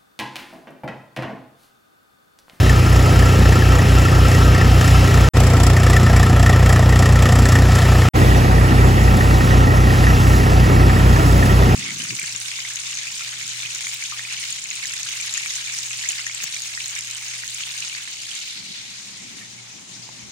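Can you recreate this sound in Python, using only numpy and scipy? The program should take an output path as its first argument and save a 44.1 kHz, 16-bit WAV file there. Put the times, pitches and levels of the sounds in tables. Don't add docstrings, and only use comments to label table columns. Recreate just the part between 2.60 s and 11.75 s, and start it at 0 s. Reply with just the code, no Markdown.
import sys
import numpy as np
from scipy import signal
from scipy.fft import rfft, irfft, next_fast_len
from scipy.io import wavfile
from scipy.ndimage import uniform_filter1d, map_coordinates

SR = 44100
rng = np.random.default_rng(int(sys.argv[2]) if len(sys.argv) > 2 else 0)


def bounce(signal):
    frames = np.transpose(np.atleast_2d(signal))
    limited = np.clip(frames, -1, 1)
    pcm = np.round(limited * 32767).astype(np.int16)
    wavfile.write(sys.argv[1], SR, pcm)


N = 403515
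RUN_UP_S = .3


def amp(db):
    return 10 ** (np.asarray(db) / 20)


def unit(x):
    return x / np.sqrt(np.mean(x ** 2) + 1e-20)


def along(table, column, hz):
    rows = np.array(table)
    return np.interp(np.log(hz + 1), np.log(rows[:, 0] + 1), rows[:, column])


def curves(rows, t):
    seconds, *columns = np.transpose(rows)
    return [np.interp(t, seconds, column) for column in columns]


def wobble(t, rate):
    position = (t - t[0]) * rate
    knots = rng.standard_normal(len(t) // 200)
    return map_coordinates(knots, [position])


def noise(t):
    return rng.standard_normal((2, len(t)))


def filtered(x, response):
    length = next_fast_len(x.shape[-1] + SR // 4)
    spectrum = rfft(x, length) * response(np.fft.rfftfreq(length, 1 / SR))
    return irfft(spectrum, length)[..., :x.shape[-1]]


def modes(table, spot):
    def resonance(f, row):
        centre_hz, width_hz = row[:2]
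        return amp(row[2 + spot]) * 1j * f * width_hz / (centre_hz ** 2 - f * f + 1j * f * width_hz)
    return lambda f: sum((-1) ** k * resonance(f, row) for k, row in enumerate(table))


# pitch_hz, width_hz, seat_db, stack_db, hopper_db
PIPE_MODES = [(106.5, 10.0, -0.5, 0.2, -2.1), (63.7, 10.0, -8.7, -8.5, -13.6),
              (144.1, 42.5, -11.5, -11.1, -13.5), (136.8, 68.0, -12.3, -11.2, -14.0),
              (259.0, 10.0, -21.3, -21.7, -24.1)]
# multiple of firing rate, seat_db, stack_db, hopper_db
CHASSIS_ORDERS = [(7, -33, -31, -35), (8, -38, -33, -48), (9, -31, -32, -32), (10, -38, -43, -37),
                  (11, -41, -41, -38), (12, -39, -40, -44), (13, -40, -39, -45), (14, -42, -44, -47),
                  (15, -43, -42, -43), (16, -40, -40, -41), (17, -44, -43, -44)]


def exhaust(t, firing, spot):
    fired = np.diff(np.floor(firing), prepend=np.floor(firing[0]))
    size = amp(0.7 * wobble(t, 30.16)) / np.gradient(firing) / 2

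    def pipe(f):
        mouth = (1j * f / 38 / (1 + 1j * f / 38)) ** 2
        silencer = 1 / (1 + (f / 199) ** 30)
        return modes(PIPE_MODES, spot)(f) * mouth * silencer

    upper = 0
    for row in CHASSIS_ORDERS:
        level = amp(row[1 + spot] + 2.6 * wobble(t, 4.03))
        upper = upper + level * np.cos(2 * np.pi * row[0] * (firing - .012))
    return filtered(fired * size, pipe) + np.sqrt(2) * upper


# time_s, ring_size_db, hiss_size_db
SET_FIRINGS = [(0.097, 5.5, 4), (0.626, 3, -3), (0.858, 2, -3), (1.023, 7.5, -3), (1.486, 3.5, -2),
               (2.014, 6, -1), (2.212, 1.5, 4.5), (3.069, -2, 2), (3.168, 7, 4), (3.367, 6, 2),
               (3.466, 4, -0.5), (3.532, 1, -2), (3.631, 3.5, 1), (3.863, 3.5, 1), (3.896, 4, 1.5),
               (4.095, 1.5, 2), (4.393, -2, 1), (4.459, 1.5, 2), (4.658, 3.5, -1), (4.856, 4.5, 2.5),
               (4.956, 4, 0), (6.609, 8, -3), (7.47, 7.5, -1), (8.297, 8, -3), (8.363, 6, -2),
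               (8.562, 7, 2), (8.827, 9, -2)]


def burst(t, firing, column, rise, fall, scatter_db, boost, cylinder_db=(0, 0, 0)):
    count = np.floor(firing + .25)
    since = firing - count
    shape = np.where(since < 0, np.exp(-(since / rise) ** 2), np.exp(-np.abs(since) / fall))
    size_db = scatter_db * rng.standard_normal(int(count[-1]) + 2)
    for row in SET_FIRINGS:
        if t[0] < row[0] < t[-1]:
            size_db[round(np.interp(row[0], t, firing))] = boost * row[column]
    which = count.astype(int)
    return unit(shape) * amp(size_db[which] + np.asarray(cylinder_db)[which % 3])


# pitch_hz, width_hz, seat_db, stack_db, hopper_db
BLOCK_MODES = [(498, 53, -1, -4, -22), (677, 71, -16, 1.5, -8), (757, 71, -7, 2.5, -13),
               (1212, 107, -2, -0.5, 0), (1810, 65, 0, -0.5, 3), (1924, 29.6, 4, 2.5, 8.5),
               (2800, 1150, -26, -15.5, -22.5), (3330, 270, -36.5, -23, -50.5)]
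# pitch_hz, first_db, second_db, third_db
CYLINDER_COLOUR = [(480, 1.5, -4, 1.5), (720, -6, 4, -1), (1230, .7, -1.5, .7), (1342, 4, -7, -7),
                   (1800, 1, -.7, -.3), (5000, .3, .3, -.3)]
# ring_db, hiss_db
FIRING_GAIN = [(9.6, -13), (13.8, -1.5), (12.1, -24)]


def block_ring(t, firing, ring_db, spot):
    envelope = burst(t, firing, column=1, rise=0.084, fall=0.34, scatter_db=1.5, boost=0.56)
    rattle = noise(t) * amp(ring_db) * envelope
    cylinder = np.floor(firing + .25) % 3
    ring = 0
    for c in range(3):
        colour = lambda f: modes(BLOCK_MODES, spot)(f) * amp(along(CYLINDER_COLOUR, 1 + c, f))
        ring = ring + filtered(rattle * (cylinder == c), colour)
    return amp(FIRING_GAIN[spot][0]) * ring


# start_hz, end_hz, glide_s
PING_GLIDE = (1960, 1725, .0035)
# seat_db, stack_db, hopper_db
PING_LEVEL = [-6.5, -5, -10.5]


def ping(t, firing, ring_db, spot):
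    start_hz, end_hz, glide_s = PING_GLIDE
    count = np.floor(firing + .25)
    since = np.maximum((firing - count + 0.0585) / np.gradient(firing, t), 0)
    detune, phase = rng.standard_normal((int(count[-1]) + 1, 2))[count.astype(int)].T
    cycles = end_hz * since + (start_hz - end_hz) * glide_s * (1 - np.exp(-since / glide_s))
    tone = np.sin(2 * np.pi * (cycles * (1 + 0.029 * detune) + phase))
    tone = tone * burst(t, firing, column=1, rise=0.066, fall=0.26, scatter_db=2.0, boost=1.8)
    return amp(ring_db + PING_LEVEL[spot]) * tone * [[1], [.5]]


# pitch_hz, gain_db
PUFF_COLOUR = [(300, 11), (1000, 6), (3500, -7), (5300, 5.5), (6300, 0), (7500, 7.5), (9500, -1),
               (15500, -12)]


def hiss_puffs(t, firing, hiss_db, spot):
    envelope = burst(t, firing, column=2, rise=.09, fall=.27, scatter_db=2.3, boost=1.4)
    puffs = noise(t) * amp(hiss_db) * envelope
    return amp(FIRING_GAIN[spot][1]) * filtered(puffs, lambda f: amp(along(PUFF_COLOUR, 1, f)))


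def struck(t, firing, hz):
    x = noise(t)
    late = .03 * wobble(t, 30)
    at = np.flatnonzero(np.diff(np.floor(firing + late)) > 0)
    x[0, at] += amp(28) * rng.choice([-1, 1], len(at)) * (hz < 1500)
    return unit(x)


# pitch_hz, width_hz, seat_db, stack_db, hopper_db
TICK_MODES = [(700, 77, 6.5, 12, 4), (1260, 120, -19, 2, -6), (1345, 21, 19.5, 12, 19),
              (2250, 240, -6, 4, -10), (2630, 410, 0.2, 1, 3), (3420, 260, -6, 4.5, -17),
              (5320, 1300, -8, -3, -5), (7100, 1200, -4, -5, -14)]


def bark_and_ticks(t, firing, hiss_db, spot):
    ticks = 0
    for row in TICK_MODES:
        cylinder_db = [along(CYLINDER_COLOUR, 1 + c, row[0]) for c in range(3)]
        strike = struck(t, firing, row[0]) * amp(hiss_db)
        envelope = burst(t, firing, column=2, rise=0.1, fall=0.29, scatter_db=2.2, boost=0.84,
                         cylinder_db=cylinder_db)
        ticks = ticks + filtered(strike * envelope, modes([row], spot))
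    return ticks


def knock(t, firing, ring_db, hiss_db, spot):
    ring = block_ring(t, firing, ring_db, spot) + ping(t, firing, ring_db, spot)
    return ring + bark_and_ticks(t, firing, hiss_db, spot) + hiss_puffs(t, firing, hiss_db, spot)


# multiple of blade rate, seat_db, stack_db, hopper_db
BLADE_TONES = [(1, -20.1, -22.9, -16.2), (4, -38, -40, -31), (7, -38, -40, -38)]
# seat_db, stack_db, hopper_db
BEAT_HUM = [-38, -39, -40]


def blower(t, blades, firing, spot):
    tones = amp(BEAT_HUM[spot]) * np.sin(2 * np.pi * (blades - firing))
    for row in BLADE_TONES:
        level = amp(row[1 + spot] + 0.24 * row[0] * wobble(t, 5.77))
        tones = tones + level * np.sin(2 * np.pi * row[0] * blades)
    return np.sqrt(2) * tones


# pitch_hz, seat_db, stack_db, hopper_db
CHURN_COLOUR = [(20, -58, -58, -58), (42, -57, -57, -56), (75, -46, -48, -46), (140, -47, -49, -46),
                (230, -47, -50, -45), (330, -49, -52, -48.3), (600, -54, -54, -53), (1000, -58, -58, -57),
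                (1500, -60, -61, -60), (2300, -62, -63, -62), (4300, -68, -70, -69), (7500, -72, -73, -72),
                (12000, -76, -78, -76), (15500, -81, -83, -82)]
CASING_PITCH = [395, 500, 752, 1255, 1342, 1490, 1570, 2680, 3120, 5250]
# width_hz, seat_db, stack_db, hopper_db
CASING_RING = [(30, -23, -21, -17), (40, -11, -12, -21), (35, -5.5, -31, -2), (45, -4, -8.5, -6),
               (23.7, -1.5, -2, -2), (20, -25, -45, -54), (16, -7, -16, -24), (120, -11.5, -19, -17.5),
               (100, -15, -21, -38), (300, -18, -21.5, -26)]


def thresher(t, treble_db, roar_db, spot):
    z = signal.stft(noise(t), nperseg=512)[2]
    patches = rng.standard_normal(z.shape[1:])
    patches = uniform_filter1d(patches, size=8, axis=0)
    patches = uniform_filter1d(patches, size=6, axis=1)
    roar = signal.istft(z * amp(1.31 * unit(patches)), nperseg=512)[1][:, :len(t)]
    colour = lambda f: amp(along(CHURN_COLOUR, 1 + spot, f)) * np.sqrt(SR / 2)
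    high = lambda f: 1 / (1 + (1500 / (f + 1)) ** 2)
    low_gain = amp(roar_db + 0.39 * wobble(t, 7.24))
    low = low_gain * filtered(roar, lambda f: colour(f) * (1 - high(f)))
    top_gain = amp(treble_db + 0.92 * wobble(t, 4.85))
    top = top_gain * filtered(roar, lambda f: colour(f) * high(f))
    shaking = noise(t) * amp(1.86 * wobble(t, 40))
    casing = filtered(shaking, modes(np.c_[CASING_PITCH, CASING_RING], spot))
    return low + top + amp(-4) * casing


# peak_s, level_db, half_length_s
STALK_ARMFULS = [(6.3, -41, .12), (6.65, -36, .15), (7.16, -37, .02), (7.72, -31.5, .13),
                 (8.702, -34, 0.12), (8.85, -38, .1)]
# pitch_hz, level_db
RUSTLE_COLOUR = [(2500, -30), (5000, -1), (9000, -2), (15500, -8)]


def stalks(t):
    swell = sum(amp(db) * np.exp(-((t - peak) / half) ** 2) for peak, db, half in STALK_ARMFULS)
    crackle = noise(t) * amp(3 * wobble(t, 150))
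    return swell * unit(filtered(crackle, lambda f: amp(along(RUSTLE_COLOUR, 1, f))))


# pitch_hz, seat, stack, hopper
LIKENESS = [(150, .99, 1, .99), (375, .91, .94, .83), (700, .72, .93, .72), (900, .5, .75, .38),
            (1300, .65, .89, .72), (1500, .28, .65, .37), (1700, .4, .83, .63), (1900, .8, .85, .8),
            (2200, .93, .95, .68), (3100, .6, .6, .85), (4500, .4, .4, .5)]
# pitch_hz, seat, stack, hopper
PHASE_LEAD = [(50, -.02, 0, -.04), (150, -.06, .01, -.13), (375, -.08, .05, -.22), (700, -.24, .16, -.58),
              (900, -.18, .16, -.5), (1300, -.4, .21, -.95), (1500, -.5, .2, -1.17),
              (1700, -.1, .25, -1.45), (1900, -.05, .12, -1.47), (2250, 0, 0, -1.75), (2550, 0, 0, -1.85),
              (3300, 0, 0, -2)]
# pitch_hz, lead in half cycles
TREBLE_FLIP = [(7550, 0), (8650, -1), (9400, -1), (10450, -2), (11600, -2), (12750, -3), (13650, -3),
               (14550, -4)]
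# pitch_hz, seat_db, stack_db, hopper_db
SIDE_LEAN = [(150, -.2, 0, -.2), (500, 0, 0, .5), (700, -1, 1, -2), (1000, -.5, 2, -2), (1300, 2, 2, -4),
             (1800, 3.5, 1, -3), (2200, 1, 0, -1), (3000, 0, 0, 0)]
# seat_hz, stack_hz, hopper_hz
NARROW_ABOVE = [2300, 2300, 3300]
# start_s, end_s, up_to_hz
WIDE_TIMES = [(2.74, 3.15, 7400), (5.54, 6.5, 6200), (8.3, 9.15, 5800)]


def stereo(t, pair, tones, spot):
    def matrix(f, narrow_hz):
        turn = np.arccos(along(LIKENESS, 1 + spot, f)) / 2 * (f < narrow_hz)
        half_cycles = along(PHASE_LEAD, 1 + spot, f) + np.interp(f, *np.transpose(TREBLE_FLIP))
        side = np.exp(.5j * np.pi * half_cycles) * amp(along(SIDE_LEAN, 1 + spot, f) / 2)
        shares = np.array([np.cos(turn), np.sin(turn), np.ones_like(f)])
        return np.array([shares * side, shares * [[1], [-1], [1]] / side])

    def mixed(narrow_hz):
        return filtered(np.vstack([pair, tones]), lambda f: matrix(f, narrow_hz)).sum(axis=1)

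    out = mixed(NARROW_ABOVE[spot])
    for start, end, top_hz in WIDE_TIMES:
        if t[0] < start < t[-1] - RUN_UP_S:
            share = uniform_filter1d(1. * ((start < t) & (t < end)), size=2000, mode="nearest")
            out = out + share * (mixed(top_hz) - out)
    return out


# start_s, end_s, firing_hz, firings counted, blade_hz, blade passes counted
SPOT_SPEEDS = [(0, 2.688, 30.253, 13.059, 56.525, .54), (2.74, 5.488, 30.203, 14.078, 56.434, .43),
               (5.54, 9.15, 30.2033, 12.722, 56.43, .15)]
# throb_hz, first_peak_s, ring_swing_db, hiss_swing_db
LOAD_THROB = [(3.68, .085, 3, 3), (3.72, 2.78, 2, 3.5), (3.72, 5.615, 0, 1.5)]
# time_s, block_ring_db, firing_hiss_db, drum_roar_change_db, drum_treble_change_db
SLOW_LEVELS = [
    [(0, -27, -28.5, -1, 0), (.8, -26.5, -26.5, 0.5, -1), (1.8, -26.5, -28, 0, -0.1),
     (2.69, -24.5, -24.5, 0, 0.3)],
    [(2.74, -28.5, -30, 2, -1.5), (3.3, -25.5, -29.5, -0.5, -1.8), (4, -23, -31, -1.2, -2.1),
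     (4.9, -24.5, -28.5, .3, -2), (5.1, -24.5, -31.5, -0.8, 1.5), (5.49, -25.5, -40, -2, 1.5)],
    [(5.54, -25, -32, 3.5, 0.6), (6, -25.5, -35, 0.5, -1.2), (6.9, -26.5, -29, 0.3, -0.7),
     (7.45, -24.5, -31, -1.2, -0.2), (7.9, -28, -30, 1.3, -0.9), (9.15, -26.5, -29, .3, -1.8)],
]
# start_s, length_s
SPOT_FADE = (-0.0054, 0.026)


def scene():
    out = np.zeros((2, N + 2 * SR))
    for spot, (start, end, firing_hz, fired, blade_hz, passed) in enumerate(SPOT_SPEEDS):
        t = np.arange(round((start - RUN_UP_S) * SR), round(end * SR)) / SR
        firing = fired + firing_hz * (t - start)
        blades = passed + blade_hz * (t - start)
        throb_hz, peak, ring_swing_db, hiss_swing_db = LOAD_THROB[spot]
        throb = np.cos(2 * np.pi * throb_hz * (t - peak))
        ring_db, hiss_db, roar_db, treble_db = curves(SLOW_LEVELS[spot], t)
        engine = knock(t, firing, ring_db + ring_swing_db * throb, hiss_db + hiss_swing_db * throb, spot)
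        pair = engine + thresher(t, treble_db, roar_db, spot) + stalks(t)
        tones = exhaust(t, firing, spot) + blower(t, blades, firing, spot)
        fade = np.clip((t - start - SPOT_FADE[0]) / SPOT_FADE[1], 0, 1) if spot else 1
        out[:, SR + round(t[0] * SR):][:, :len(t)] += stereo(t, pair, tones, spot) * fade
    return out[:, SR:SR + N]


def record(dry):
    soft = dry / (1 + np.abs(dry / .97) ** 8) ** (1 / 8)
    return filtered(soft, lambda hz: hz < 15850)


dry = scene()
out = record(dry)
bounce(out)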